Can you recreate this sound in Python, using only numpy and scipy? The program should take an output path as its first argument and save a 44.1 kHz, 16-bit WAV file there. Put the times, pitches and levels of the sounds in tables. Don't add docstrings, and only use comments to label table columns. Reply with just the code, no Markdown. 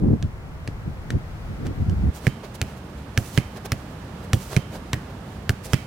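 import sys
import numpy as np
from scipy import signal
from scipy.fft import rfft, irfft
from scipy.io import wavfile
from scipy.ndimage import uniform_filter1d

SR = 44100
rng = np.random.default_rng(int(sys.argv[2]) if len(sys.argv) > 2 else 0)


def wav_record(signal):
    frames = np.transpose(np.atleast_2d(signal))
    bounded = np.clip(frames, -1, 1)
    quanta = np.round(bounded * 32767).astype(np.int16)
    wavfile.write(sys.argv[1], SR, quanta)


N = 258426
TIME = np.arange(N) / SR
AGE = TIME[:SR // 2]
CUT_S = 2.107

# start_s, crack_db, centre_hz, treble_db, thump_db, thump_hz, pan_db
REBOUNDS = [(2.2682, -2.5, 2180, 1, -18, 128, -9.0), (3.376, -3, 2230, 0, -17.5, 133.2, -11),
            (4.5652, -4.5, 2350, 2.5, -17.5, 137, -13.5), (5.7334, -2, 2200, 1.5, -18.5, 128, -10)]


def juggling():
    # start_s, crack_db, centre_hz, treble_db, thump_db, thump_hz, pan_db
    juggles = [(.2261, -23, 3300, 9, -33, 122, 0), (.676, -21, 1960, 10, -27.5, 116, -1),
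               (1.1044, -17, 1760, 6, -40, 124, -1), (1.668, -27, 3100, 7, -37.5, 152, 0),
               (1.897, -30.5, 2940, 19, -50, 125, -2)]
    taps = touches(juggles, crack_db=2.5, thump_db=1.5, modes_db=2, snap_db=4, echo_s=0.0264,
                   echo_db=-25, peel_db=-51, scatter_db=-36, scatter_t60=0.16, low_pan_db=6, width=0.5)
    return signal.sosfilt(signal.butter(1, 8000, fs=SR, output="sos"), taps)


def passing():
    # start_s, crack_db, centre_hz, treble_db, thump_db, thump_hz, pan_db
    kicks = [(2.6156, -8, 2540, 2.5, -25.5, 106, -3), (3.176, -4.5, 1600, 4.5, -19, 109, -3),
             (3.7196, -7, 1790, 4.5, -23.5, 107.7, -2.5), (4.3329, -5, 3180, 6, -16, 108, -3),
             (4.9318, -6.5, 1720, -3.5, -24.5, 110.6, -2), (5.4936, -5.5, 1510, 0.5, -19.5, 106, -4.5)]
    hits = touches(kicks, crack_db=0.5, thump_db=8, modes_db=-6, snap_db=-9, echo_s=.029, echo_db=-13,
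                   peel_db=-39.5, scatter_db=-51, scatter_t60=0.53, low_pan_db=-1.5, width=0.28)
    return hits + leather(kicks, db=-14, length_s=0.0086)


def kerb_hits():
    return touches(REBOUNDS, crack_db=-4.5, thump_db=9.5, modes_db=-4.5, snap_db=-7, echo_s=.018,
                   echo_db=-13.5, peel_db=-32, scatter_db=-43.5, scatter_t60=0.45, low_pan_db=-3.5,
                   width=0.5)


def touches(table, crack_db, thump_db, modes_db, snap_db, echo_s, echo_db, peel_db, scatter_db,
            scatter_t60, low_pan_db, width):
    # pitch_hz, level_db, t60_s
    ball_modes = [(201.2, -21, 0.18), (277.2, -13.5, 0.089), (365, -13, 0.015), (435, -16.5, 0.031),
                  (585, -22, 0.032), (1207, -56, 0.035), (1624, -13, 0.018), (2100, -48, 0.012),
                  (2800, -47, 0.014)]
    out = np.zeros((2, N))
    for s, db, centre_hz, treble_db, low_db, low_hz, pan_db in table:
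        skin = skin_click(centre_hz, treble_db, focus_db=6, size=512)
        slap = crack(skin, 1.19 / low_hz, peel_db, scatter_db, scatter_t60, width)
        slap = np.array([delayed(slap[0], 1 / SR), slap[1]])
        inner = ring(ball_modes, spread=0.041) * pan(pan_db / 2)
        add(out, s, (undb(crack_db) * slap * pan(pan_db) + undb(modes_db) * inner) * undb(db))
        add(out, s, undb(low_db + thump_db) * thump(low_hz, snap_db, echo_s, echo_db, low_pan_db))
    return out


def skin_click(centre_hz, treble_db, focus_db, size):
    # freq_hz, level_db
    skin_eq = [(250, -2), (600, -21), (950, -5.5), (1300, 0), (1650, 0), (2300, -0.5), (3100, -2.5),
               (3700, -10), (5000, -7.5), (7000, -12), (11000, -16.5), (16000, -21.5)]
    hz = np.fft.rfftfreq(size, 1 / SR) + 1
    db = over_bins(skin_eq, size) + focus_db * np.exp(-(np.log2(hz / centre_hz) / 0.2) ** 2)
    db += treble_db * np.clip(np.log2(hz / 2000), 0, 1)
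    cepstrum = irfft(np.log(undb(db)))
    click = irfft(np.exp(rfft(2 * cepstrum[:size // 2], size)))
    return click / np.abs(click).max()


def crack(skin, release_s, peel_db, scatter_db, scatter_t60, width):
    patter = undb(-20) * (np.exp(-AGE / .0014) + .25 * np.exp(-AGE / .004))
    peel = undb(peel_db) * np.exp(-((AGE - release_s) / 0.002) ** 2)
    texture = rng.standard_normal(len(AGE)) + width * rng.standard_normal((2, len(AGE)))
    push = (patter + peel) * texture
    push[:, 0] += .5
    push[:, int(.0005 * SR)] += .25
    push += undb(scatter_db - 60 * AGE / scatter_t60) * rng.standard_normal((2, len(AGE)))
    sound = signal.fftconvolve(push, skin[None], axes=1)[:, :len(AGE)]
    attack_rms = np.sqrt(np.mean(sound[:, :SR // 500] ** 2))
    return -0.28 * sound / attack_rms


def thump(hz, snap_db, echo_s, echo_db, pan_db):
    turns = np.maximum(AGE - .0014, 0) * hz
    flex = np.sin(2 * np.pi * turns) * np.exp(-np.maximum(turns - 1.3, 0) / 0.44)
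    swell = np.exp(-((turns - .9) / 2) ** 2)
    flex -= swell * flex.sum() / swell.sum()
    snap = undb(snap_db) * np.exp(-np.abs(turns - 1.22) / 0.13) * np.cos((turns - 1.22) * 15)
    direct = np.array([flex, delayed(flex, 0.00016)]) * pan(pan_db) + snap * pan(-8.5)
    thin = signal.sosfilt(signal.butter(2, 130, "high", fs=SR, output="sos"), flex + snap)
    return direct + undb(echo_db) * delayed(thin, echo_s) * pan(-8.5)


def leather(table, db, length_s):
    # freq_hz, level_db
    flap_eq = [(150, -11), (330, 6.5), (480, -3.5), (700, 1.5), (1000, -33), (2000, -25.5)]
    drive = np.zeros(N)
    for s, _, _, _, low_db, _, _ in table:
        age = np.maximum(TIME - s, 0) / length_s
        drive += undb(low_db + db) * age * np.exp(1 - age)
    return drive * wide_noise(flap_eq, [(200, 0.76), (1000, 0.54)], [(200, -2), (1000, -6)])


def fence(ring_db, pan_db):
    # pitch_hz, level_db, t60_s
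    fence_modes = [(1211, -8, .3), (1766, -11, .3), (3030, -9, .2), (3098, -4, .55), (3122, -7, .5),
                   (3817, -11, .3), (4700, -13, .25), (6800, -13, .2)]
    out = np.zeros((2, N))
    build_up = 1 - np.exp(-AGE / .016)
    for s, *_ in REBOUNDS:
        add(out, s, ring(fence_modes, spread=0.0013) * build_up * undb(ring_db) * pan(pan_db))
    return out


def turf(crunch_trim_db, roll_trim_db, grain_db, pan_db):
    # centre_s, half_length_s, hiss_db, crunch_db
    scuffs = [(1.665, .0097, -54.5, -40.5), (2.165, 0.017, -46, -47), (2.448, 0.01, -57, -40),
              (2.553, 0.0073, -45, -44), (2.778, 0.0079, -56, -53), (3.572, 0.0095, -52.5, -39),
              (3.659, 0.0063, -40.5, -34.5), (4.243, 0.0097, -58, -51), (4.529, 0.014, -48, -38.5),
              (4.753, .017, -49.5, -40), (5.107, 0.0079, -65, -44.5), (5.658, 0.013, -41.5, -47)]
    # start_s, end_s, level_db
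    rolls = [(3.175, 3.403, -47.5), (4.337, 4.56, -48)]
    # freq_hz, level_db
    blade_eq = [(900, -22), (2000, -1), (3300, -2.5), (6000, -1), (10000, -4), (16000, -8.5)]
    infill_eq = [(150, -38), (400, 5), (1000, -6), (2000, -16), (4000, -17), (9000, -36)]
    steps_per_s, hops_per_s, hop_db = 5, 11, 2
    skids = [(s - 0.0069, 0.025, -49.5, -46.5) for s, *_ in REBOUNDS]
    step_times = CUT_S + (np.arange(24) + rng.random(size=24)) / steps_per_s
    shuffles = [(s, .035, -63, -54.5) for s in step_times]
    hiss, crunch = np.zeros(N), np.zeros(N)
    for s, half_s, hiss_db, crunch_db in scuffs + skids + shuffles:
        stroke = bell(s, half_s)
        hiss += undb(hiss_db) * stroke
        crunch += undb(crunch_db + crunch_trim_db) * stroke
    for start, end, db in rolls:
        hops = hop_db * np.cos(2 * np.pi * hops_per_s * (TIME - start))
        hiss = np.hypot(hiss, undb(db + roll_trim_db + hops) * (TIME > start) * (TIME < end))
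    grains = unit(undb(grain_db * noise([(300, 2), (1500, 7), (4000, -53)])))
    likeness = [(500, 0.97), (3000, 0.45), (12000, 0.076)]
    balance = [(300, -1), (2000, pan_db), (12000, -9.5)]
    blades = hiss * wide_noise(blade_eq, likeness, balance)
    infill = crunch * wide_noise(infill_eq, likeness, balance)
    return grains * (blades + infill)


def wind(gust_db, swirl_db, lag_s, width, rasp_db):
    # start_s, hold_s, level_db, swirl_share_db, buffet_share_db
    gusts = [(0.039, .1, -19, -6, -8.5), (0.246, 0.0084, -22.5, -20, -7), (0.877, 0.012, -28.5, -15, -12),
             (1.146, 0.019, -20.5, -11, -11), (1.505, 0.021, -30.5, -15, -20), (1.619, 0.094, -32, -4, -21),
             (1.804, 0.026, -24, -15, -3), (1.888, .042, -19.5, -27, -11), (1.97, 0.024, -28.5, -25, 3),
             (2.036, .055, -21, -19, -1.5)]
    # freq_hz, level_db
    gust_eq = [(20, -24), (45, -10.5), (68, -7), (90, 0), (115, -3), (150, -3.5), (220, -12.5),
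               (400, -29.5), (800, -42.5), (2000, -86)]
    swirl_eq = [(80, -14), (200, 13), (330, 7), (520, -2.5), (800, -25), (1200, -36), (2500, -70)]
    buffet_eq = [(25, -24), (50, -9), (64, 4), (80, -7), (160, -40), (600, -89)]
    rasp_eq = [(300, -11), (600, 8.5), (900, -8), (1400, -17.5), (3000, -55)]
    attack_s, release_s, breeze_db, breeze_swirl_db = 0.025, .016, -41, -57
    flow, fine, deep = undb(breeze_db), undb(breeze_swirl_db), 0
    for start, hold, db, fine_db, deep_db in gusts:
        rise = np.exp(-np.maximum(start - TIME, 0) / attack_s)
        fall = np.exp(-np.maximum(TIME - start - hold, 0) / release_s)
        gust = undb(db) * rise * fall
        flow = np.hypot(flow, gust)
        fine = np.hypot(fine, gust * undb(fine_db))
        deep = np.hypot(deep, gust * undb(deep_db))
    air, side = (undb(gust_db) * flow * eddies(gust_eq)
                 + undb(swirl_db) * fine * eddies(swirl_eq)
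                 + deep * eddies(buffet_eq) for _ in range(2))
    ports = np.array([air, delayed(air, lag_s)]) + width * side * np.array([[1], [-1]])
    return ports + undb(rasp_db) * fine / flow * ports ** 2 * noise(rasp_eq)


def eddies(colour, life_s=0.024, evenness=0.43):
    air = noise(colour)
    power = uniform_filter1d(np.abs(signal.hilbert(air)) ** 2, int(life_s * SR))
    return unit(air / power ** (evenness / 2))


def clothes(rest_db, rise_db, liveliest_s):
    # freq_hz, level_db
    cloth_eq = [(500, -20), (1300, 12.5), (2500, 1.5), (5500, -4.5), (9000, -15), (16000, -14)]
    movement = undb(rest_db + rise_db * bell(liveliest_s, half_s=0.75))
    return movement * np.array([noise(cloth_eq), noise(cloth_eq)])


def town(at_kerb, db):
    # freq_hz, level_db
    field_eq = [(15, -31), (25, 0), (82, -1), (149, -9), (200, -20), (263, -19), (754, -22), (818, -22),
                (1330, -26), (1610, -29), (2050, -30), (3720, -41.5), (5140, -45), (16000, -53.5)]
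    kerb_eq = [(15, -40), (25, -16), (64, 4), (200, -0.5), (344, -10), (911, -15), (1020, -18),
               (1130, -16.5), (1370, -20), (1650, -20), (2110, -25), (2910, -26), (6560, -35.5),
               (13600, -41.5), (16000, -46)]
    # freq_hz, correlation
    field_likeness = [(60, 1), (290, 0.95), (640, 0.62), (1400, 0.05), (3100, -0.76), (7000, 0.064)]
    kerb_likeness = [(60, 1.0), (130, 1), (290, 0.95), (640, 0.7), (1410, 0.45), (3100, -0.036),
                     (6820, 0.013), (15000, -0.084)]
    # freq_hz, pan_db
    field_balance = [(200, 0.5), (380, 1.5), (700, 7.5), (1300, -1), (2400, -1.5), (8000, 0.5)]
    kerb_balance = [(60, -0.5), (110, 0), (200, -1.5), (380, -3), (700, -5.5), (1290, -8), (2380, -7),
                    (4400, -3.5), (8120, -3), (15000, 0)]
    if at_kerb:
        bed = wide_noise(kerb_eq, kerb_likeness, kerb_balance)
    else:
        bed = wide_noise(field_eq, field_likeness, field_balance)
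    rise_db_per_s, swell_db = 1.5, 1.66
    drift_db = rise_db_per_s * np.minimum(TIME - CUT_S, 0) + swell_db * bell(4.38, half_s=0.64)
    return bed * undb(db + drift_db)


def ring(modes, spread):
    return sum(undb(db - 60 * AGE / t60)
               * np.sin(2 * np.pi * hz * (1 + spread * rng.standard_normal()) * AGE)
               for hz, db, t60 in modes)


def noise(colour):
    return unit(irfft(rfft(rng.standard_normal(N)) * undb(over_bins(colour, N)), N))


def wide_noise(colour, likeness, balance):
    correlation, tilt_db = np.clip(over_bins(likeness, N), -1, 1), over_bins(balance, N)
    mid = rfft(noise(colour)) * np.sqrt(1 + correlation)
    side = rfft(noise(colour)) * np.sqrt(1 - correlation)
    out = irfft(np.array([(mid + side) * undb(tilt_db / 2), (mid - side) * undb(-tilt_db / 2)]), N)
    return out / np.std(out.mean(axis=0))


def over_bins(points, size):
    hz, value = np.transpose(points)
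    return np.interp(np.log(np.fft.rfftfreq(size, 1 / SR) + 1), np.log(hz), value)


def bell(s, half_s):
    return np.exp(-((TIME - s) / half_s) ** 2 / 2)


def delayed(x, lag_s):
    t = TIME[:len(x)]
    return np.interp(t - lag_s, t, x, left=0)


def add(out, s, x):
    i = int(s * SR)
    out[:, i:i + x.shape[1]] += x[:, :N - i]


def pan(db):
    return undb(np.array([[db], [-db]]) / 2)


def undb(db):
    return 10 ** (np.asarray(db) / 20)


def unit(x):
    return x / np.sqrt(np.mean(x ** 2))


def scene():
    before_cut = np.clip((CUT_S - TIME) * SR / 128, 0, 1)
    gusts = wind(gust_db=1, swirl_db=3.5, lag_s=0.00054, width=0.39, rasp_db=-9)
    ambience = town(at_kerb=False, db=-34) + clothes(rest_db=-58, rise_db=7, liveliest_s=1.68) + gusts
    out = before_cut * ambience + (1 - before_cut) * town(at_kerb=True, db=-37)
    out += juggling() + passing() + kerb_hits()
    out += fence(ring_db=-43.5, pan_db=-5)
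    return out + turf(crunch_trim_db=2, roll_trim_db=0.5, grain_db=3, pan_db=-3.5)


def record(dry):
    top_hz = 15950
    return signal.sosfilt(signal.ellip(8, .2, 70, top_hz, fs=SR, output="sos"), np.clip(dry, -1, 1))


dry = scene()
out = record(dry)
wav_record(out)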